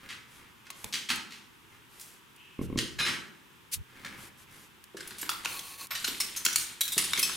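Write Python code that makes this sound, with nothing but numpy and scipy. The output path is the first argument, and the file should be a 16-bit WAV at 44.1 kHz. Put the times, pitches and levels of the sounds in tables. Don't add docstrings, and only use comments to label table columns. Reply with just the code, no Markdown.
import sys
import numpy as np
from scipy import signal
from scipy.fft import rfft, irfft
from scipy.io import wavfile

SR = 44100
rng = np.random.default_rng(int(sys.argv[2]) if len(sys.argv) > 2 else 0)


def put_to_file(sound):
    columns = np.atleast_2d(sound).T
    safe = np.clip(columns, -1, 1)
    whole_steps = np.round(safe * 32767)
    wavfile.write(sys.argv[1], SR, whole_steps.astype(np.int16))


N = 324576
TIME = np.arange(N) / SR
SHORT = TIME[:SR // 3]

# (time [s], level [dB], burst length [s], centre of the snap [Hz], main note [Hz])
SNAPS_AND_TICKS = [(0.703, -41.5, 0.0035, 2500, 1240), (0.843, -40, .001, 2020, 1070),
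                   (4.0477, -39, 0.0026, 1800, 1900), (4.969, -40.5, .009, 4000, 1820),
                   (5.006, -39.5, 0.0054, 3000, 1970), (5.075, -40.5, 0.0034, 9000, 11000),
                   (5.107, -42, .006, 3000, 1850), (5.183, -37, 0.027, 8000, 9100),
                   (5.214, -32.5, .012, 9000, 11700), (5.229, -37, 0.0028, 1430, 1710),
                   (5.2927, -26.5, 0.0018, 1470, 1540), (5.294, -29, 0.0072, 11300, 3610),
                   (5.448, -31, .008, 3000, 1120), (5.4576, -28, 0.0012, 1950, 2730),
                   (5.592, -37, 0.0036, 5000, 3500), (5.907, -29, 0.023, 1940, 13700),
                   (5.952, -30, 0.014, 3300, 4050), (6.044, -25.5, 0.0068, 3750, 4310),
                   (6.0761, -28.5, 0.011, 3480, 13600), (6.202, -23, .010, 5900, 5510),
                   (6.363, -28.5, 0.016, 7550, 6560), (6.4502, -21, 0.0069, 8500, 7200),
                   (6.4625, -21.5, 0.0025, 2320, 5920), (6.528, -30.5, 0.0089, 6000, 6250),
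                   (6.559, -19, 0.0041, 6950, 9140), (6.606, -32, 0.021, 6760, 6900),
                   (6.8087, -20, 0.0063, 10500, 4080), (6.879, -30.5, 0.009, 8000, 4070),
                   (6.920, -26.5, 0.014, 8900, 3930), (6.979, -18.5, 0.01, 5200, 9800),
                   (7.041, -29.5, .007, 5000, 9860), (7.134, -23.5, 0.0019, 2780, 3840),
                   (7.175, -27, 0.013, 4000, 2280), (7.193, -23.5, .006, 9100, 9770),
                   (7.228, -22, 0.0065, 6740, 5410), (7.295, -35, .003, 1620, 1410)]
# (start [s], end [s], level [dB])
SOLE_PRESSES = [(4.959, 5.505, -49), (5.923, 6.16, -38), (6.198, 6.407, -45.5), (6.503, 6.69, -42),
                (6.84, 6.946, -49), (6.95, 7.36, -34.5)]
# (frequency [Hz], relative level [dB])
COARSE_GRIT_TONE = [(200, 4.5), (600, -5), (1100, -0.5), (2200, 2.5), (3800, -8.5), (6000, -13.5),
                    (15000, -19)]
FINE_GRIT_TONE = [(1500, -13), (3500, 9), (5500, -1), (8000, 2.5), (11000, 1), (14000, -10), (16000, -23)]
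# (mode [Hz], level [dB], decay by 60 dB [s])
SHARD_MODES = [(2570, 0, .1), (3200, -4, .12), (4400, -9, .08), (5220, -1, .14), (6218, 0, .3),
               (7750, -4, .14), (9470, -6, .08), (10480, -7, .14), (11980, -13, .1), (15350, -12, .1)]
# (time [s], level [dB])
SHORT_THUDS = [(0.844, -46.5), (4.048, -48), (4.944, -41), (5.226, -45), (5.457, -46.5), (6.08, -41.5),
               (6.462, -44.5), (6.965, -36.5), (7.18, -42.5)]
# (start [s], end [s], level [dB])
SHARD_DRAGS = [(5.47, 5.62, -40), (5.608, 5.779, -44.5), (5.775, 5.867, -41.5)]
# (frequency [Hz], width [Hz], level [dB])
DRAG_RESONANCES = [(1117, 41, 0), (2640, 150, 0), (4310, 380, 3.5), (6200, 200, -5), (7060, 350, -8),
                   (9600, 400, 2.5), (11200, 500, -2), (13100, 700, -2)]
# (time [s], level [dB], fall [s], centre [Hz], thud of the boards [dB])
FAR_STEPS = [(0.088, -38, 0.023, 2000, -54), (0.653, -51, 0.0052, 1760, -57),
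             (0.924, -28.5, 0.022, 3200, -46.5), (1.087, -25, 0.013, 2220, -38.5),
             (1.305, -43.5, 0.047, 2680, -60), (1.996, -45, 0.011, 9500, -68),
             (2.773, -27.5, 0.0096, 3200, -37), (2.985, -29.5, 0.014, 2330, -37.5),
             (3.05, -26.5, 0.039, 1980, -39), (4.046, -42, 0.011, 1730, -64)]
# (mode [Hz], level [dB], decay by 60 dB [s])
PANE_MODES = [(1670, -3, .06), (2150, -7, .05), (2480, -3, .07), (2910, -7, .05), (3660, -7, .1),
              (3990, -1, .1), (5215, -4, .28), (6540, -14, .1), (9810, -15, .12)]
# (start [s], end [s], level [dB])
FOOT_SHUFFLES = [(0.0, 0.09, -54), (0.27, 0.52, -61.5), (1.70, 1.77, -58), (3.88, 4.30, -55),
                 (4.47, 4.60, -60.5)]
# (frequency [Hz], decay by 60 dB [s])
ROOM_DECAY = [(150, 1), (400, 0.98), (1000, 0.63), (3000, 0.45), (7000, 0.43), (14000, 0.4)]
# (time [s], level [dB], swell [s], fall [s])
CLOTH_FLICKS = [(0.703, -35.5, 0.0011, .005), (0.843, -30.5, 0.00078, 0.002), (1.156, -33, .004, .005),
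                (1.997, -43, .001, .001), (2.362, -51, 0.0011, .003), (3.713, -18.5, 0.03, 0.01),
                (4.840, -43.5, 0.00085, 0.0018), (5.869, -40.5, .001, 0.0024)]
# (start [s], end [s], level [dB])
CLOTH_RUSTLES = [(0.28, 0.44, -59.5), (0.74, 0.93, -52.5), (1.89, 2.20, -56), (2.61, 2.67, -52),
                 (4.17, 4.30, -51), (4.37, 4.45, -56.5), (4.49, 4.69, -56.5)]
# (frequency [Hz], relative level [dB])
CLOTH_TONE = [(2000, 0), (3500, -2), (5000, -3), (9200, -2), (11000, -1), (14000, -6), (16000, -25)]
# (time [s], strength of the knock [dB])
CAMERA_BUMPS = [(2.591, -19), (2.613, -18), (2.70, -24), (2.727, -21.5), (2.758, -17.5), (2.778, -19),
                (2.787, -21)]
# (start [s], end [s], level [dB])
AIR_PUFFS = [(0.84, 0.87, -46.5), (1.09, 1.20, -55), (2.58, 2.87, -45), (2.85, 3.20, -52.5),
             (3.755, 3.83, -44.5)]
# (frequency [Hz], relative level [dB])
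HUSH_TONE = [(15, -40), (25, -10), (118, 0), (298, -4), (371, -2), (606, -15), (817, -9), (912, -4),
             (1850, -7), (2060, -9), (2570, -7), (3460, -9), (4310, -17), (15100, -20), (16800, -43)]
# (frequency [Hz], side gain [dB])
STEREO_WIDTH = [(60, 5), (150, 3.5), (350, 2.5), (1200, 4.5), (4400, 2.5), (8100, -2), (14000, 1)]

AGAIN_GAP_S, AGAIN_DB, AGAIN_FADE_DB, AGAIN_LENGTH_S = 0.021, -13.5, -4, 0.0045
LIGHT_PRESS_DB, COARSE_LIGHT_DB, COARSE_FOLLOWS = -48, -45.5, 0.29
PRESS_ATTACK_S, PRESS_RELEASE_S = 0.03, 0.076
HEEL_DB, HEEL_SWELL_S, HEEL_FALL_S, HEEL_BRIGHTER = -6.5, 0.0039, 0.0095, 1.2
SOLE_LAG_S, SOLE_SWELL_S = 0.011, 0.0045
FAR_THUD_FALL_S, FAR_THUD_HZ = 0.047, 210
SHORT_THUD_FALL_S, SHORT_THUD_HZ = 0.0085, 285
SQUEAK_S, SQUEAK_LENGTH_S, SQUEAK_HZ, SQUEAK_DB, SQUEAK_ATTACK_S = 2.355, 0.45, 2760, -56, 0.021
CUTOFF_HZ = 16000


def snap_bursts(count=2, uneven=0.35, scatter_db=2.0, note_spread=0.15):
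    for s, db, length, centre_hz, note_hz in SNAPS_AND_TICKS:
        yield s, db, length, centre_hz, note_hz
        for k, (late, luck, piece) in enumerate(rng.uniform(-1, 1, (count, 3))):
            s = s + AGAIN_GAP_S * (1 + uneven * late)
            if s < TIME[-1]:
                again_db = db + AGAIN_DB + k * AGAIN_FADE_DB + scatter_db * luck
                yield s, again_db, AGAIN_LENGTH_S, centre_hz, note_hz * np.exp(note_spread * piece)


def snaps_and_ticks(per_s=3200, spread_db=2.0, first_db=3, body_db=-2, note_db=-5, body_t60=0.0091,
                    note_t60=0.0065, low_hz=850, width=1.92, side_db=-12,
                    crumb_db=-19, crumb_fall=0.017, crumbs_per_s=700, trim_db=2.0):
    out = np.zeros((2, N))
    for s, db, length, centre_hz, note_hz in snap_bursts():
        jumps = grains(per_s, spread_db, size=len(SHORT)) * np.exp(-(SHORT / length / 1.5) ** 2)
        jumps[0] = from_db(first_db)
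        crumbs = grains(crumbs_per_s, 2.7, size=len(SHORT)) * stroke(0.0015, crumb_fall)
        jumps += from_db(crumb_db) * crumbs
        modes = 1000 * (np.arange(1, 16) + rng.uniform(-0.3, 0.7, 15))
        body = np.array([ring(jumps, hz, body_t60 * rng.uniform(0.24, 2.7)) for hz in modes])
        mid = rms_one(jumps) + from_db(body_db) * rms_one(body.sum(axis=0))
        side = rms_one(rng.standard_normal(len(modes)) @ body)
        band = [centre_hz / width, centre_hz * width]
        snap, spread = cut(cut(np.array([mid, side]), band, "band", order=1), low_hz, "high")
        note = ring(jumps, note_hz * 0.98, note_t60) - ring(jumps, note_hz * 0.94, note_t60)
        centre = rms_one(snap) + from_db(note_db) * rms_one(note)
        add(out, s, at_level(widen(centre, rms_one(spread), side_db), db + trim_db))
    return out


def press(start, end):
    onset = np.clip((TIME - start) / PRESS_ATTACK_S, 0, 1)
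    return onset * np.exp(-np.clip((TIME - end) / PRESS_RELEASE_S, 0, 20))


def splinters(spectrum, per_s, spread_db, cycles):
    pops, pitches = grains(per_s, spread_db, size=N), np.geomspace(900, 15500, 28)
    dealt = rng.integers(0, len(pitches), N)
    total = 0
    for k, hz in enumerate(pitches):
        total = total + rms_one(ring(pops * (dealt == k), hz, cycles / hz)) * np.sqrt(hz)
    return colour(total, spectrum)


def grit(coarse_db=-7.5, fine_db=-6):
    coarse = splinters(COARSE_GRIT_TONE, per_s=3500, spread_db=7.0, cycles=9.3)
    fine = splinters(FINE_GRIT_TONE, per_s=6000, spread_db=4.0, cycles=17)
    out = 0
    for start, end, db in SOLE_PRESSES:
        rough_db = COARSE_LIGHT_DB + COARSE_FOLLOWS * (db - LIGHT_PRESS_DB)
        ground = from_db(rough_db + coarse_db) * coarse + from_db(db + fine_db) * fine
        out = out + press(start, end) * ground
    return out


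def clink(modes, s, db, fall):
    out, contacts = np.zeros(N), np.zeros(SR)
    contacts[:len(SHORT)] = grains(1200, 4.7, size=len(SHORT)) * stroke(0.002, fall)
    ringing = sum(from_db(mode_db) * rms_one(ring(contacts, hz, t60)) for hz, mode_db, t60 in modes)
    add(out, s, at_level(ringing, db))
    return out


def scrapes(hiss_db=-1):
    slips = grains(5000, 3.5, size=N)
    tone = 0
    for hz, width, db in DRAG_RESONANCES:
        t60 = np.log(1000) / np.pi / width
        tone = tone + from_db(db) * rms_one(ring(slips, hz, t60))
    hiss = rms_one(cut(grains(5000, 2.2, size=N), [1000, 14500], "band"))
    return swells(SHARD_DRAGS) * rms_one(rms_one(tone) + from_db(hiss_db) * hiss)


def thud_settings():
    for s, *_, thud_db in FAR_STEPS:
        yield s + SOLE_LAG_S, thud_db, FAR_THUD_FALL_S, FAR_THUD_HZ
    for s, db in SHORT_THUDS:
        yield s, db, SHORT_THUD_FALL_S, SHORT_THUD_HZ


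def thuds(width=1.68):
    out = np.zeros(N)
    for s, db, fall, hz in thud_settings():
        blow = rng.standard_normal(len(SHORT)) * stroke(0.0026, fall)
        add(out, s, at_level(cut(blow, [hz / width, hz * width], "band"), db))
    return out


def heel_and_sole():
    for s, db, fall, centre_hz, _ in FAR_STEPS:
        yield s, db + HEEL_DB, HEEL_SWELL_S, HEEL_FALL_S, min(centre_hz * HEEL_BRIGHTER, SR / 4)
        yield s + SOLE_LAG_S, db, SOLE_SWELL_S, fall, centre_hz


def crunches(per_s=2500, spread_db=3.5, low_hz=1000, width=1.585, dull_hz=11000):
    out = np.zeros(N)
    for s, db, swell, fall, centre_hz in heel_and_sole():
        crush = grains(per_s, spread_db, size=len(SHORT)) * stroke(swell, fall)
        crush = cut(crush, [centre_hz / width, centre_hz * width], "band", order=1)
        crush = cut(crush, low_hz, "high", order=3)
        add(out, s, at_level(cut(crush, dull_hz, "low", order=1), db))
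    return out


def shuffles():
    return swells(FOOT_SHUFFLES) * colour(grains(3000, 5.9, size=N), COARSE_GRIT_TONE)


def squeak(waver_hz=125):
    waver, grip = (rms_one(cut(rng.standard_normal(N), 230, "low")) for _ in range(2))
    pitch = SQUEAK_HZ + waver_hz * waver
    rise_and_fade = np.interp(TIME - SQUEAK_S, [0, SQUEAK_ATTACK_S, SQUEAK_LENGTH_S], [0, 1, 0])
    return from_db(SQUEAK_DB) * rise_and_fade * grip * np.sin(2 * np.pi * np.cumsum(pitch) / SR)


def room(x, side_db, build):
    t, edges = TIME[:SR], np.geomspace(60, 18000, 13)
    white, tail = rng.standard_normal((2, 2, SR)), 0
    for k, band in enumerate(zip(edges, edges[1:])):
        t60 = at_hz(ROOM_DECAY, np.sqrt(np.prod(band)))
        tail = tail + cut(white[k % 2], band, "band") * from_db(-60 * t / t60)
    tail = widen(*tail, side_db) * (1 - np.exp(-t / build))
    return signal.fftconvolve(x[None], rms_one(tail) / np.sqrt(SR), axes=1)[:, :N]


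def brushes(low_hz=2200, sheen_hz=10800, sheen_db=-6, trim_db=-4.5):
    out = np.zeros((2, N))
    for s, db, swell, fall in CLOTH_FLICKS:
        slips = widen(*rng.standard_normal((2, len(SHORT))), -7.5) * stroke(swell, fall)
        swish = rms_one(cut(slips, [low_hz, 13500], "band"))
        sheen = rms_one(ring(slips, sheen_hz, 0.00072))
        add(out, s, at_level(swish + from_db(sheen_db) * sheen, db + trim_db))
    return out


def rustles(side_db=-10):
    mid, side = (colour(grains(9000, 3.1, size=N), CLOTH_TONE) for _ in range(2))
    return swells(CLOTH_RUSTLES) * widen(mid, side, side_db)


def bumps(case_hz=270, case_t60=0.023, soft_hz=480, rumble_db=-18, tick_db=-21, tick_hz=1080):
    knocks = np.zeros(N)
    for s, db in CAMERA_BUMPS:
        add(knocks, s, from_db([db]))
    thud = cut(ring(knocks, case_hz, case_t60), soft_hz, "low", order=3)
    tick = ring(knocks, tick_hz, 0.036) + 0.5 * ring(knocks, 2170, 0.029)
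    shake = widen(*rng.standard_normal((2, len(SHORT))), -15.0)
    shake = cut(shake, [110, 380], "band", order=3) * stroke(0.0039, 0.059)
    rumble = signal.fftconvolve(knocks[None], rms_one(shake) / 4, axes=1)[:, :N]
    return 0.97 * thud + from_db(tick_db) * tick + from_db(rumble_db) * rumble


def puffs(low_hz=48, high_hz=115):
    return swells(AIR_PUFFS) * rms_one(cut(rng.standard_normal((2, N)), [low_hz, high_hz], "band"))


def air(level_db=-59, side_db=-6):
    mid, side = (colour(cut(rng.standard_normal(N), 44, "high"), HUSH_TONE) for _ in range(2))
    return from_db(level_db) * widen(mid, side, side_db)


def from_db(db):
    return 10 ** (np.asarray(db) / 20)


def rms_one(x):
    return x / np.sqrt(np.mean(x ** 2) + 1e-20)


def at_level(x, db):
    return x * from_db(db) * np.sqrt(SR / 100 / (np.sum(x ** 2) + 1e-20))


def at_hz(points, hz):
    table = np.array(points)
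    return np.interp(np.log(np.maximum(hz, 1)), np.log(table[:, 0]), table[:, 1])


def cut(x, hz, kind, order=2):
    sections = signal.butter(order, np.clip(hz, 10, 0.45 * SR), kind, fs=SR, output="sos")
    return signal.sosfilt(sections, x + 1e-18)


def tilt(x, spectrum):
    gain = from_db(at_hz(spectrum, np.fft.rfftfreq(2 * N, 1 / SR)))
    return irfft(rfft(x, 2 * N) * gain)[:N]


def colour(x, spectrum):
    return rms_one(tilt(x, spectrum))


def ring(x, hz, t60):
    r, w = from_db(-60 / (t60 * SR)), 2 * np.pi * hz / SR
    return signal.lfilter([0, np.sin(w)], [1, -2 * r * np.cos(w), r * r], x + 1e-18)


def add(track, s, sound):
    start = max(round(s * SR), 0)
    track[..., start:start + sound.shape[-1]] += sound[..., :N - start]


def grains(per_s, spread_db, size):
    chance, strength = rng.random(size), rng.exponential(1, size)
    sign = rng.choice([-1, 1], size)
    return (chance < per_s / SR) * sign * from_db(spread_db * np.minimum(strength, 4))


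def stroke(swell, fall):
    return np.minimum(SHORT / swell, 1) * np.exp(-np.maximum(SHORT - swell, 0) / fall)


def swells(rows):
    level = 0
    for start, end, db in rows:
        progress = np.clip((TIME - start) / (end - start), 0, 1)
        level = level + from_db(db) * np.sqrt(np.abs(np.sin(np.pi * progress)))
    return level


def widen(mid, side, side_db):
    return mid + from_db(side_db) * side * np.array([[1], [-1]])


def scene():
    snaps = snaps_and_ticks()
    direct = grit() + clink(SHARD_MODES, 7.229, -24, 0.0066) + thuds()
    far = crunches() + clink(PANE_MODES, 2.987, -25.5, 0.041) + shuffles() + squeak()
    direct_room = from_db(-5) * room(snaps.mean(axis=0) + direct, side_db=-6.5, build=0.0023)
    far_room = room(far, side_db=-9.5, build=0.00071)
    steps = snaps + direct + scrapes() + direct_room + from_db(0.5) * far + far_room
    return steps + brushes() + rustles() + bumps() + puffs() + air()


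def record(dry, hollow_hz=665, hollow_q=2.5, depth=0.4, top=0.93):
    side = tilt((dry[0] - dry[1]) / 2, STEREO_WIDTH)
    ports = widen(dry.mean(axis=0), side, 0)
    ports = ports - depth * signal.lfilter(*signal.iirpeak(hollow_hz, hollow_q, fs=SR), ports)
    rounded = top * np.tanh(ports / top)
    return signal.sosfilt(signal.ellip(10, 0.1, 80, CUTOFF_HZ, fs=SR, output="sos"), rounded)


dry = scene()
out = record(dry)
put_to_file(out)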